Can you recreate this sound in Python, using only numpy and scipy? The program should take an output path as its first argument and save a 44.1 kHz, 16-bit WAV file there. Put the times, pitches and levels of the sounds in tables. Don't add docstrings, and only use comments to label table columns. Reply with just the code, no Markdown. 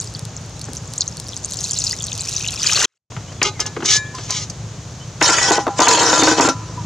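import sys
import numpy as np
from scipy import signal
from scipy.fft import rfft, irfft, next_fast_len
from scipy.io import wavfile
from scipy.ndimage import uniform_filter1d

SR = 44100
rng = np.random.default_rng(int(sys.argv[2]) if len(sys.argv) > 2 else 0)


def file_out(sig):
    cols = np.atleast_2d(sig).T
    lim = np.clip(cols, -1, 1)
    pcm = np.round(lim * 32767).astype(np.int16)
    wavfile.write(sys.argv[1], SR, pcm)


N = 302085
TIME = np.arange(N) / SR

# start_s, end_s
MUTED_S = (2.856, 3.103)
# pitch_hz, level_db, t60_s (time to fade by 60 dB)
POT_MODES = [(386, 1.5, 0.11), (840, -4.5, 0.12), (974, -13, 0.16), (1237, 3.5, 0.092), (1508, -8.5, 0.1),
             (2120, 0.5, 0.074), (2520, -5.5, 0.085), (2820, 0.5, 0.051), (3240, 4, 0.031),
             (4000, -7, 0.18), (4250, -21, 0.072), (4840, -14, .08)]
# pitch_hz, level_db, t60_s
LID_BOOM_MODES = [(278, -9.5, 0.078), (313.7, -1.5, 0.14), (350, -2, 0.018)]
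# pitch_hz, level_db, t60_s
LID_MODES = [(463, -3.5, 0.2), (510, 0, 0.1), (552, -9.5, 0.42), (635, -8, 0.027), (808, -4, 0.2),
             (949, 7.5, 0.083), (998, -4, 0.63), (1015, -2, 0.27), (1203, -8.5, 0.5), (1294, -17, 0.9),
             (1377, -6.5, 0.43), (1516, 4.5, 0.079), (1515, -17, 0.083), (1610, -30, 0.41),
             (1694, -15.5, 0.37), (1944, -8, 0.26), (2280, -15, 0.079), (2710, -13, 0.21),
             (2990, -36.5, .12), (3630, -9, 0.11), (4400, -19, 0.17)]
# start_s, blow_db, hardness_db (hard contact trades thud for clank)
LID_BLOWS = [(5.214, -7.5, 6.5), (5.29, -10.5, 5.5), (5.382, -25, 21.5), (5.508, -12, -4.5),
             (5.58, -20.5, -8.5), (5.667, -20, -7.5), (5.678, -22.5, -6.5), (5.792, -10, 1),
             (5.808, -12, -1), (5.872, -8.5, 5.5), (5.91, -16, 9.5), (5.983, -18, 4), (6.021, -13, 3.5),
             (6.129, -13, 5), (6.223, -9.5, 2.5), (6.272, -10.5, 4.5), (6.398, -9.5, 0), (6.429, -18, -2),
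             (6.477, -15, -1)]


def from_db(db):
    return 10 ** (np.asarray(db) / 20)


def rms_one(x):
    return x / np.sqrt(np.mean(x ** 2) + 1e-20)


def gains(rows):
    s, *columns = np.transpose(rows)
    return [from_db(np.interp(TIME, s, column)) for column in columns]


def band(x, low_hz, high_hz, order=2):
    limits = [low_hz, min(high_hz, .45 * SR)]
    return signal.sosfilt(signal.butter(order, limits, "band", fs=SR, output="sos"), x + 1e-18)


def colour(x, spectrum):
    size = next_fast_len(x.shape[-1])
    hz, db = np.transpose(spectrum)
    bins = np.maximum(np.fft.rfftfreq(size, 1 / SR), 1)
    curve = from_db(np.interp(np.log(bins), np.log(hz), db))
    return irfft(rfft(x, size) * curve, size)[..., :x.shape[-1]]


def stereo(pair):
    # pitch_hz, level_db
    width = [(30, -14), (70, -31), (120, -21.5), (320, -20.5), (600, -17.5), (1100, -12), (2500, -10),
             (5000, -8), (12000, -2.5)]
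    middle, side = pair
    return middle + colour(side, width) * [[1], [-1]]


def add(out, s, sound):
    at = max(int(s * SR), 0)
    out[:, at:at + sound.shape[-1]] += sound[..., :max(N - at, 0)]


def steady(x, window_s):
    power = uniform_filter1d(x ** 2, max(int(window_s * SR), 1))
    power = uniform_filter1d(power, max(int(window_s * SR / 2), 1))
    return x / np.sqrt(np.abs(power) + 1e-12)


def during(start, end, ramp_s):
    return np.clip(np.minimum(TIME - start, end - TIME) / ramp_s + .5, 0, 1)


def drift(per_s):
    return np.interp(TIME * per_s, np.arange(1000), 1.2 * rng.standard_normal(1000))


def grains(per_s, spread_db):
    sizes = from_db(spread_db * np.minimum(rng.exponential(1, N), 4))
    happens = rng.random(N) < per_s / SR
    clicks = happens * sizes * rng.choice([-1, 1], N)
    return np.array([clicks, clicks * rng.standard_normal(N)])


def ring(x, modes):
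    out = 0
    for k, (hz, db, t60) in enumerate(modes):
        r = from_db(-60 / (t60 * SR))
        w = 2 * np.pi * hz / SR
        tone = signal.lfilter([0, np.sin(w)], [1, -2 * r * np.cos(w), r * r], x + 1e-18)
        out = out + (-1) ** k * from_db(db) * tone
    return out


def sheet(x, spectrum, t60, count=5):
    t = TIME[:SR // 6]
    out = 0.26 * x
    for place in range(count):
        tail = rng.standard_normal((2, len(t))) * from_db(-60 * t / t60)
        tail /= np.sqrt(np.sum(tail ** 2, axis=1, keepdims=True))
        near = np.maximum(np.cos(2 * np.pi * (TIME * 2.3 + place / count)), 0) ** 2
        out = out + signal.oaconvolve(x * near, tail, axes=1)[:, :N]
    return colour(out, spectrum)


def burst(low_hz, high_hz, t60, order=3):
    t = TIME[:SR // 4]
    fading = rng.standard_normal((2, len(t))) * from_db(-60 * t / t60)
    pair = band(fading, low_hz, high_hz, order)
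    return stereo(pair / np.std(pair[:, :SR // 40], axis=1, keepdims=True))


def late_treble(tick_db):
    sizzle = burst(4580, 7130, t60=0.041)
    return sizzle + from_db(tick_db) * burst(3300, 8800, t60=0.011, order=2)


def sing(force, hz, t60, waver=.002):
    r = from_db(-60 / (t60 * SR))
    swell = signal.lfilter([1 - r], [1, -r], force + 1e-18)
    turns = hz * np.cumsum(1 + waver * drift(70)) / SR
    return np.sqrt(2) * swell * np.sin(2 * np.pi * turns)


def from_left(x, lead_s, spread):
    # pitch_hz, level_db
    left_tilt = [(200, 0.5), (1300, 2), (2400, 4.5), (4400, 0.2), (8000, 1.6)]
    mid = x.mean(axis=0)
    left, right = mid + spread * (x - mid)
    size = next_fast_len(N + 64)
    delay = np.exp(-2j * np.pi * np.fft.rfftfreq(size, 1 / SR) * lead_s)
    late = irfft(rfft(right, size) * delay, size)[:N]
    louder = [(hz, db / 2) for hz, db in left_tilt]
    softer = [(hz, -db / 2) for hz, db in left_tilt]
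    return np.array([colour(left, louder), colour(late, softer)])


def garden():
    # pitch_hz, level_db
    air_spectrum = [(25, -24), (60, -1), (100, 3), (200, -6.5), (310, -11.5), (480, -12.5), (1000, -17),
                    (2000, -23.5), (3200, -23.5), (5000, -22.5), (6600, -17), (8000, -30), (10000, -43.5),
                    (16000, -57.5)]
    # start_s, length_s, start_hz, end_hz, level_db
    bird_whistles = [(3.27, 0.052, 2850, 3270, -42), (3.327, 0.16, 3470, 3300, -48),
                     (3.535, 0.072, 2400, 1850, -42.5), (4.05, 0.028, 3100, 3650, -41),
                     (4.993, 0.06, 2950, 3170, -40.5)]
    air = colour(rng.standard_normal((2, N)), air_spectrum)
    out = stereo(from_db(-38) * air / np.std(band(air[0], 170, 14000)))
    for s, length, start_hz, end_hz, db in bird_whistles:
        along = np.linspace(0, 1, int(length * SR))
        phase = 2 * np.pi * np.cumsum(start_hz * (end_hz / start_hz) ** along) / SR
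        add(out, s, from_db(db) * np.sin(np.pi * along) * np.sin(phase))
    return out


def engine(per_s=27.2, jitter_s=0.0023, uneven_db=3.0, weak_db=-4.0):
    # start_s, level_db
    engine_level = [(0, -34), (1.5, -38), (3.0, -37), (4.6, -33), (6.0, -34.5), (6.85, -28.5)]
    puffs = np.zeros((2, N))
    for k, (late, size) in enumerate(rng.standard_normal((220, 2))):
        puff_db = size * uneven_db + weak_db * (k % 2)
        add(puffs, k / per_s + late * jitter_s, from_db([puff_db]))
    throb = ring(puffs, [(109.2, 5.2, 0.17), (160.2, 4.5, 0.083)])
    return gains(engine_level)[0] * rms_one(band(throb, 92, 206))


def pot_bumps():
    # start_s, level_db
    nudges = [(0.682, -35.5), (3.767, -26.5), (3.826, -27.5)]
    out = np.zeros((2, N))
    for s, db in nudges:
        thump = burst(236, 444, t60=0.14)
        knock = from_db(-4.5) * burst(340, 1370, t60=0.063)
        add(out, s, from_db(db) * (thump + knock))
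    return out


def spoon_clinks(delay_s=0.025, clank_follows=1.41):
    # start_s, blow_db, sizzle_db
    taps = [(3.118, -40.5, -48), (3.165, -33.5, -48), (3.318, -41, -34), (3.416, -18, -4.5),
            (3.594, -29.5, -7.5), (3.656, -32.5, -15.5), (3.765, -31.5, -42), (3.804, -34.5, -38),
            (3.823, -31, -33), (3.849, -30, -9), (3.957, -33.5, -7.5), (4.144, -39.5, -24.5),
            (4.184, -33.5, -45), (4.298, -30.5, -9.5), (4.495, -48, -19)]
    out, touches, cracks = np.zeros((3, 2, N))
    for s, db, sizzle_db in taps:
        thud = from_db(db - 3.0) * burst(290, 1410, t60=0.089)
        clank = from_db(clank_follows * db + 7.0) * burst(1240, 3460, t60=0.058)
        add(out, s, thud + clank)
        late_s = delay_s * from_db(db) ** (1 / 3)
        add(out, s + late_s, from_db(sizzle_db - 12.0) * late_treble(tick_db=-15))
        add(touches, s, from_db([db]))
        add(cracks, s + 0.0027, from_db([db]))
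    return out + from_db(-11.5) * ring(touches, POT_MODES) + from_db(21) * band(cracks, 360, 4200)


def spoon_strokes():
    # start_s, end_s, grit_db, pot_ring_db, spoon_ring_db
    strokes = [(3.439, 3.483, -20.5, -20, -65), (3.602, 3.616, -20.5, -24.5, -23),
               (3.668, 3.67, -22.5, -23, -37), (3.849, 3.92, -17, -32, -39),
               (3.906, 3.971, -13.5, -39.5, -18.5), (4.148, 4.28, -35.5, -52, -56),
               (4.289, 4.379, -25, -41, -51), (4.362, 4.44, -27.5, -44, -69)]
    # pitch_hz, level_db, t60_s
    spoon_modes = [(1040, -17.5, 0.44), (1714, -1, 0.44), (1830, -18, 0.68), (2364, -13.5, 0.53),
                   (3779, -13, 0.21), (6100, -26, 0.33), (7100, -13, 0.3), (8800, -28, 0.23)]
    # pitch_hz, level_db
    scrape_spectrum = [(1180, -29), (2000, -14), (2120, -22), (2200, -14), (2700, -12), (3150, -6.5),
                       (3520, -7), (4720, -6), (6370, 0.5), (7770, -14.5), (15600, -53)]
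    grit, wall, handle = np.zeros((3, N))
    for start, end, grit_db, pot_db, spoon_db in strokes:
        press = during(start, end, ramp_s=0.027)
        grit += from_db(grit_db) * press
        wall += from_db(pot_db) * press
        handle += from_db(spoon_db) * press
    slips = rms_one(grains(2200, spread_db=0.0))
    slips *= from_db(1.3 * drift(170))
    out = from_db(10.5) * sheet(slips * grit, scrape_spectrum, t60=0.067)
    out += 1.15 * ring(slips * wall, POT_MODES) / np.std(ring(slips[0, :SR], POT_MODES))
    spoon_ring = sum(from_db(db) * sing(handle, hz, t60, waver=0.00017) for hz, db, t60 in spoon_modes)
    return stereo(out) + spoon_ring


def pressure_db():
    # start_s, end_s, pressure_db, attack_db_per_s, release_db_per_s
    hand_pushes = [(5.214, 5.545, -1, 2500, 216), (5.802, 6.329, 1, 550, 296), (6.378, 6.495, 0, 601, 416)]
    pushes = []
    for start, end, db, attack, release in hand_pushes:
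        before, after = np.maximum(start - TIME, 0), np.maximum(TIME - end, 0)
        pushes.append(db - attack * before - release * after)
    return np.maximum(np.max(pushes, axis=0), -25)


def squeals():
    # start_s, end_s, pitch_hz, level_db
    squeal_list = [(4.138, 4.151, 1000, -22), (4.288, 4.323, 1012, -30.5), (5.234, 5.356, 1390, -24.5),
                   (5.4, 5.572, 1497, -25), (5.43, 5.614, 812, -24), (5.653, 5.716, 811, -25),
                   (5.874, 5.94, 1003, -20), (6.074, 6.326, 312.3, -23), (6.376, 6.51, 268.4, -25),
                   (6.434, 6.501, 1366, -22.5), (6.775, 6.778, 962, -7.5)]
    out = 0
    for start, end, hz, db in squeal_list:
        rubbing = during(start, end, ramp_s=0.0047)
        out = out + from_db(db) * sing(rubbing, hz, t60=0.17, waver=.015)
    return out


def lid_slide(boom_db=-38, boom_rise_db=18, clang_db=-21.5, clang_rise_db=2.5,
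              grit_db=-15.5, grit_rise_db=-3.0, grit_follows=1.08, dulling_db=0.5):
    # start_s, end_s
    seating_s = (5.2, 6.33)
    # pitch_hz, level_db
    hiss_spectrum = [(1000, -40), (1700, -8.5), (2420, -12), (2600, 3), (2800, -32), (2940, -1.5),
                     (3190, -6.5), (4710, -2), (5030, -2), (6520, 2.5), (9890, -25), (15600, -59)]
    press_db = pressure_db()
    covered = np.interp(TIME, seating_s, [0, 1])
    boom = from_db(press_db + boom_db + boom_rise_db * covered ** 2)
    clang = from_db(press_db + clang_db + clang_rise_db * covered)
    grit = from_db(grit_follows * press_db + grit_db + grit_rise_db * covered)

    judder = grains(260, spread_db=9.5)
    tilt_db = np.interp(TIME, [5.4, 5.52], [7.0, 0])
    edge_hz = 1900
    modes = 0
    for mode in LID_MODES:
        closeness = max(1 - 2 * abs(np.log2(mode[0] / edge_hz)), -1)
        favour = from_db(8.0 * drift(10) + tilt_db * closeness)
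        modes = modes + ring(judder * favour, [mode])
    out = boom * steady(ring(judder, LID_BOOM_MODES), 0.067) + clang * steady(modes, 0.038)
    rattle = band(grains(500, spread_db=1.5), 380, 1370)
    out += from_db(-3.0) * clang * steady(rattle, 0.042)

    rough = sheet(grains(1800, spread_db=3.5), hiss_spectrum, t60=0.22)
    edges = np.geomspace(1500, 15000, num=9)
    hiss = 0
    for low, high in zip(edges, edges[1:]):
        duller_db = dulling_db * covered * (low > edges[5])
        hiss = hiss + band(rough, low, high) * from_db(1.43 * drift(45) - duller_db)
    hiss = steady(hiss, 0.047) * from_db(1.76 * drift(160))
    for s, db, hard_db in LID_BLOWS:
        if db - hard_db > -15:
            hiss *= 1 - 0.9 * during(s, s + 0.01, ramp_s=0.0011)
    return stereo(out + grit * hiss) * (TIME > seating_s[0])


def lid_knocks(treble_delay_s=0.011, treble_db=-13):
    out, touches, thuds = np.zeros((3, 2, N))
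    press_db = pressure_db()
    for s, db, hard_db in LID_BLOWS:
        thud_db, clank_db = db - hard_db, db + hard_db
        thud = from_db(thud_db - 5.5) * burst(254, 1010, t60=0.069)
        clank = from_db(clank_db - 17) * burst(1200, 2880, t60=0.064)
        add(out, s, thud + clank)
        late_s = s + treble_delay_s
        push_db = press_db[int(late_s * SR)]
        add(out, late_s, from_db(db + treble_db + push_db) * late_treble(tick_db=-12.5))
        add(touches, s, from_db([db]))
        add(thuds, s + 0.00204, from_db([thud_db]))
    ringing = from_db(-12) * ring(touches, LID_MODES) + from_db(-4) * ring(thuds, LID_BOOM_MODES)
    return out + ringing + from_db(13.0) * band(thuds, 360, 4100)


def bubble(hz, cycles, rise, tail, lag_s=0):
    t = TIME[:SR // 30]
    age = t * hz / cycles
    shape = age ** 2 * np.exp(1 - age ** 2) + tail * (1 - np.exp(-age)) * np.exp(-age / 3)
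    return shape * np.sin(2 * np.pi * hz * (t + lag_s) * (1 + rise * np.minimum(age, 8)))


def bubbles(per_s, low_hz, high_hz, cycles, spread_db, count=20):
    clicks = grains(per_s * (TIME < MUTED_S[1]), spread_db)
    out = np.zeros((2, N))
    pitches = np.geomspace(low_hz, high_hz, num=count)
    sizes = [bubble(hz, cycles, rise=0.0059, tail=0.96) for hz in pitches]
    dealt = rng.integers(0, count, N)
    for at in np.flatnonzero(clicks[0]):
        add(out, at / SR, clicks[:, at, None] * sizes[dealt[at]])
    return stereo(steady(out, 0.064))


def plinks(cycles=4.03, pan_db=-1.5, lag_s=.00001, count=3):
    # start_s, level_db, pitch_hz (before a slight common shift)
    loud_bubbles = [(0.0014, -8.5, 6570), (0.366, -16, 6900), (0.6419, -17, 6700), (0.7687, -13.5, 6240),
                    (0.9801, -7, 6540), (1.0086, -3.5, 6540), (1.078, -9.5, 6300), (1.29, -17.5, 5530),
                    (1.3653, -12.5, 6300), (1.4326, -27, 7050), (1.447, -7, 6830), (1.5218, -11, 6600),
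                    (1.6103, -13, 6320), (1.6415, -7, 6560), (1.71, -5.5, 7000), (1.7337, -10.5, 6600),
                    (1.7878, -4.5, 7160), (1.8398, -3.5, 6600), (2.04, -9.5, 6300), (2.208, -8.5, 7430),
                    (2.365, -4, 5800), (2.4758, -8, 6700), (2.6319, -4, 5960), (2.7237, -5, 5770),
                    (2.7924, -9.5, 6050), (0.1496, -16, 4630), (0.613, -22.5, 4310), (1.0071, -6.5, 4640),
                    (1.0176, -10, 4100), (1.3324, -21.5, 3420), (1.5344, -21, 4370), (1.5888, -14.5, 4960),
                    (1.7779, -13.5, 4200), (1.8672, -8, 4970), (1.8704, -8.5, 5000), (1.9101, -8.5, 4670),
                    (1.9284, -23.5, 1950), (2.0053, -19, 3410), (2.0837, -20, 3770), (2.1186, -18, 3520),
                    (2.4443, -16.5, 2610), (2.4628, -18, 2870), (2.4872, -19.5, 3050),
                    (2.6184, -11.5, 4680)]
    out, sides = np.zeros((2, N)), np.array([[1], [-1]])
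    chance = rng.standard_normal((len(loud_bubbles), 3))
    shed = rng.random((len(loud_bubbles), count, 2))
    for (s, db, hz), (pan, lag, life), followers in zip(loud_bubbles, chance, shed):
        gain = from_db(db - 2.0 + sides * pan * pan_db / 2)
        lifetime = cycles * np.exp(0.092 * life)
        main = bubble(0.994 * hz, lifetime, rise=0.0057, tail=0.94, lag_s=sides * lag * lag_s)
        add(out, s, gain * main)
        for delay, size in followers:
            small = bubble(hz * (.75 + 0.56 * size), cycles, rise=0.012, tail=1.0)
            add(out, s + 0.0016 + 0.011 * delay, gain * from_db(-11.5) * small)
    return out


def pour(clump_db=1.5):
    # start_s, level_db
    stream = [(0, -33.5), (0.3, -59.5), (0.9, -43), (1.42, -40.5), (1.64, -28.5), (1.9, -25.5),
              (1.98, -35.5), (2.33, -26.5), (2.58, -30.5), (2.66, -20.5), (2.84, -17)]
    # low_hz, high_hz, trickle_per_s, more_per_s (at full flow), cycles,
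    # spread_db, splash_level_db, gain_db_per_s (rise on the way to the splash)
    bubble_clouds = [(7200, 9800, 250, 1800, 4.0, 3, -31, -6),
                     (3870, 7600, 250, 2000, 4.9, 8.5, -2.5, -0.5),
                     (2440, 3900, 150, 1500, 6.2, 4.5, -4, 11.5),
                     (1133, 2300, 200, 900, 1.8, 5, -6.5, 28.5), (337, 1105, 150, 600, 2.2, 4, -10.5, 48.5)]
    spray, = gains(stream)
    flow = spray / spray.max()
    to_splash_s = np.maximum(2.896 - TIME, 0)
    water = 0
    for low_hz, high_hz, trickle_per_s, more_per_s, cycles, spread_db, db, db_per_s in bubble_clouds:
        cloud = bubbles(trickle_per_s + more_per_s * flow, low_hz, high_hz, cycles, spread_db)
        cloud_db = db - db_per_s * to_splash_s + clump_db * drift(28.1)
        water = water + spray * from_db(cloud_db) * cloud
    patter = colour(grains(1500 + 6000 * flow, spread_db=7.0),
                    [(500, -30.5), (1300, -30.0), (6500, 6.5), (10000, -17.5), (15000, -29.5)])
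    water += from_db(-3.0) * spray * stereo(steady(patter, .2))
    ticks = band(grains(200 + 700 * flow, spread_db=10.5), 3800, 9740, order=3)
    water += from_db(-34.5) * flow ** 0.29 * stereo(steady(ticks, 0.35))
    return water * (TIME < np.mean(MUTED_S))


def scene():
    water = from_left(pour() + plinks(), lead_s=0.000015, spread=0.6)
    spoon = from_left(spoon_clinks() + spoon_strokes(), lead_s=0.000019, spread=0.65)
    rest = pot_bumps() + lid_slide() + lid_knocks() + squeals() + engine() + garden()
    return water + spoon + rest * from_db([[.3], [-.3]])


def rumble_suppressor(x, onset_db=-17, corner_hz=140):
    r = np.exp(-1 / (.07 * SR))
    power = signal.lfilter([1 - r], [1, -r], band(x[0], 250, 2500) ** 2)
    share = power ** 2 / (power ** 2 + from_db(onset_db) ** 4)
    thin = signal.sosfilt(signal.butter(1, corner_hz, "high", fs=SR, output="sos"), x)
    return x + share * (thin - x)


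def record(dry):
    x = rumble_suppressor(dry)
    rounded = x / (1 + x ** 6) ** (1 / 6)
    live = np.maximum(1 - during(*MUTED_S, ramp_s=.006), from_db(-62))
    top_cut = signal.ellip(12, .1, 70, 15800, fs=SR, output="sos")
    return signal.sosfilt(top_cut, rounded * live)


dry = scene()
out = record(dry)
file_out(out)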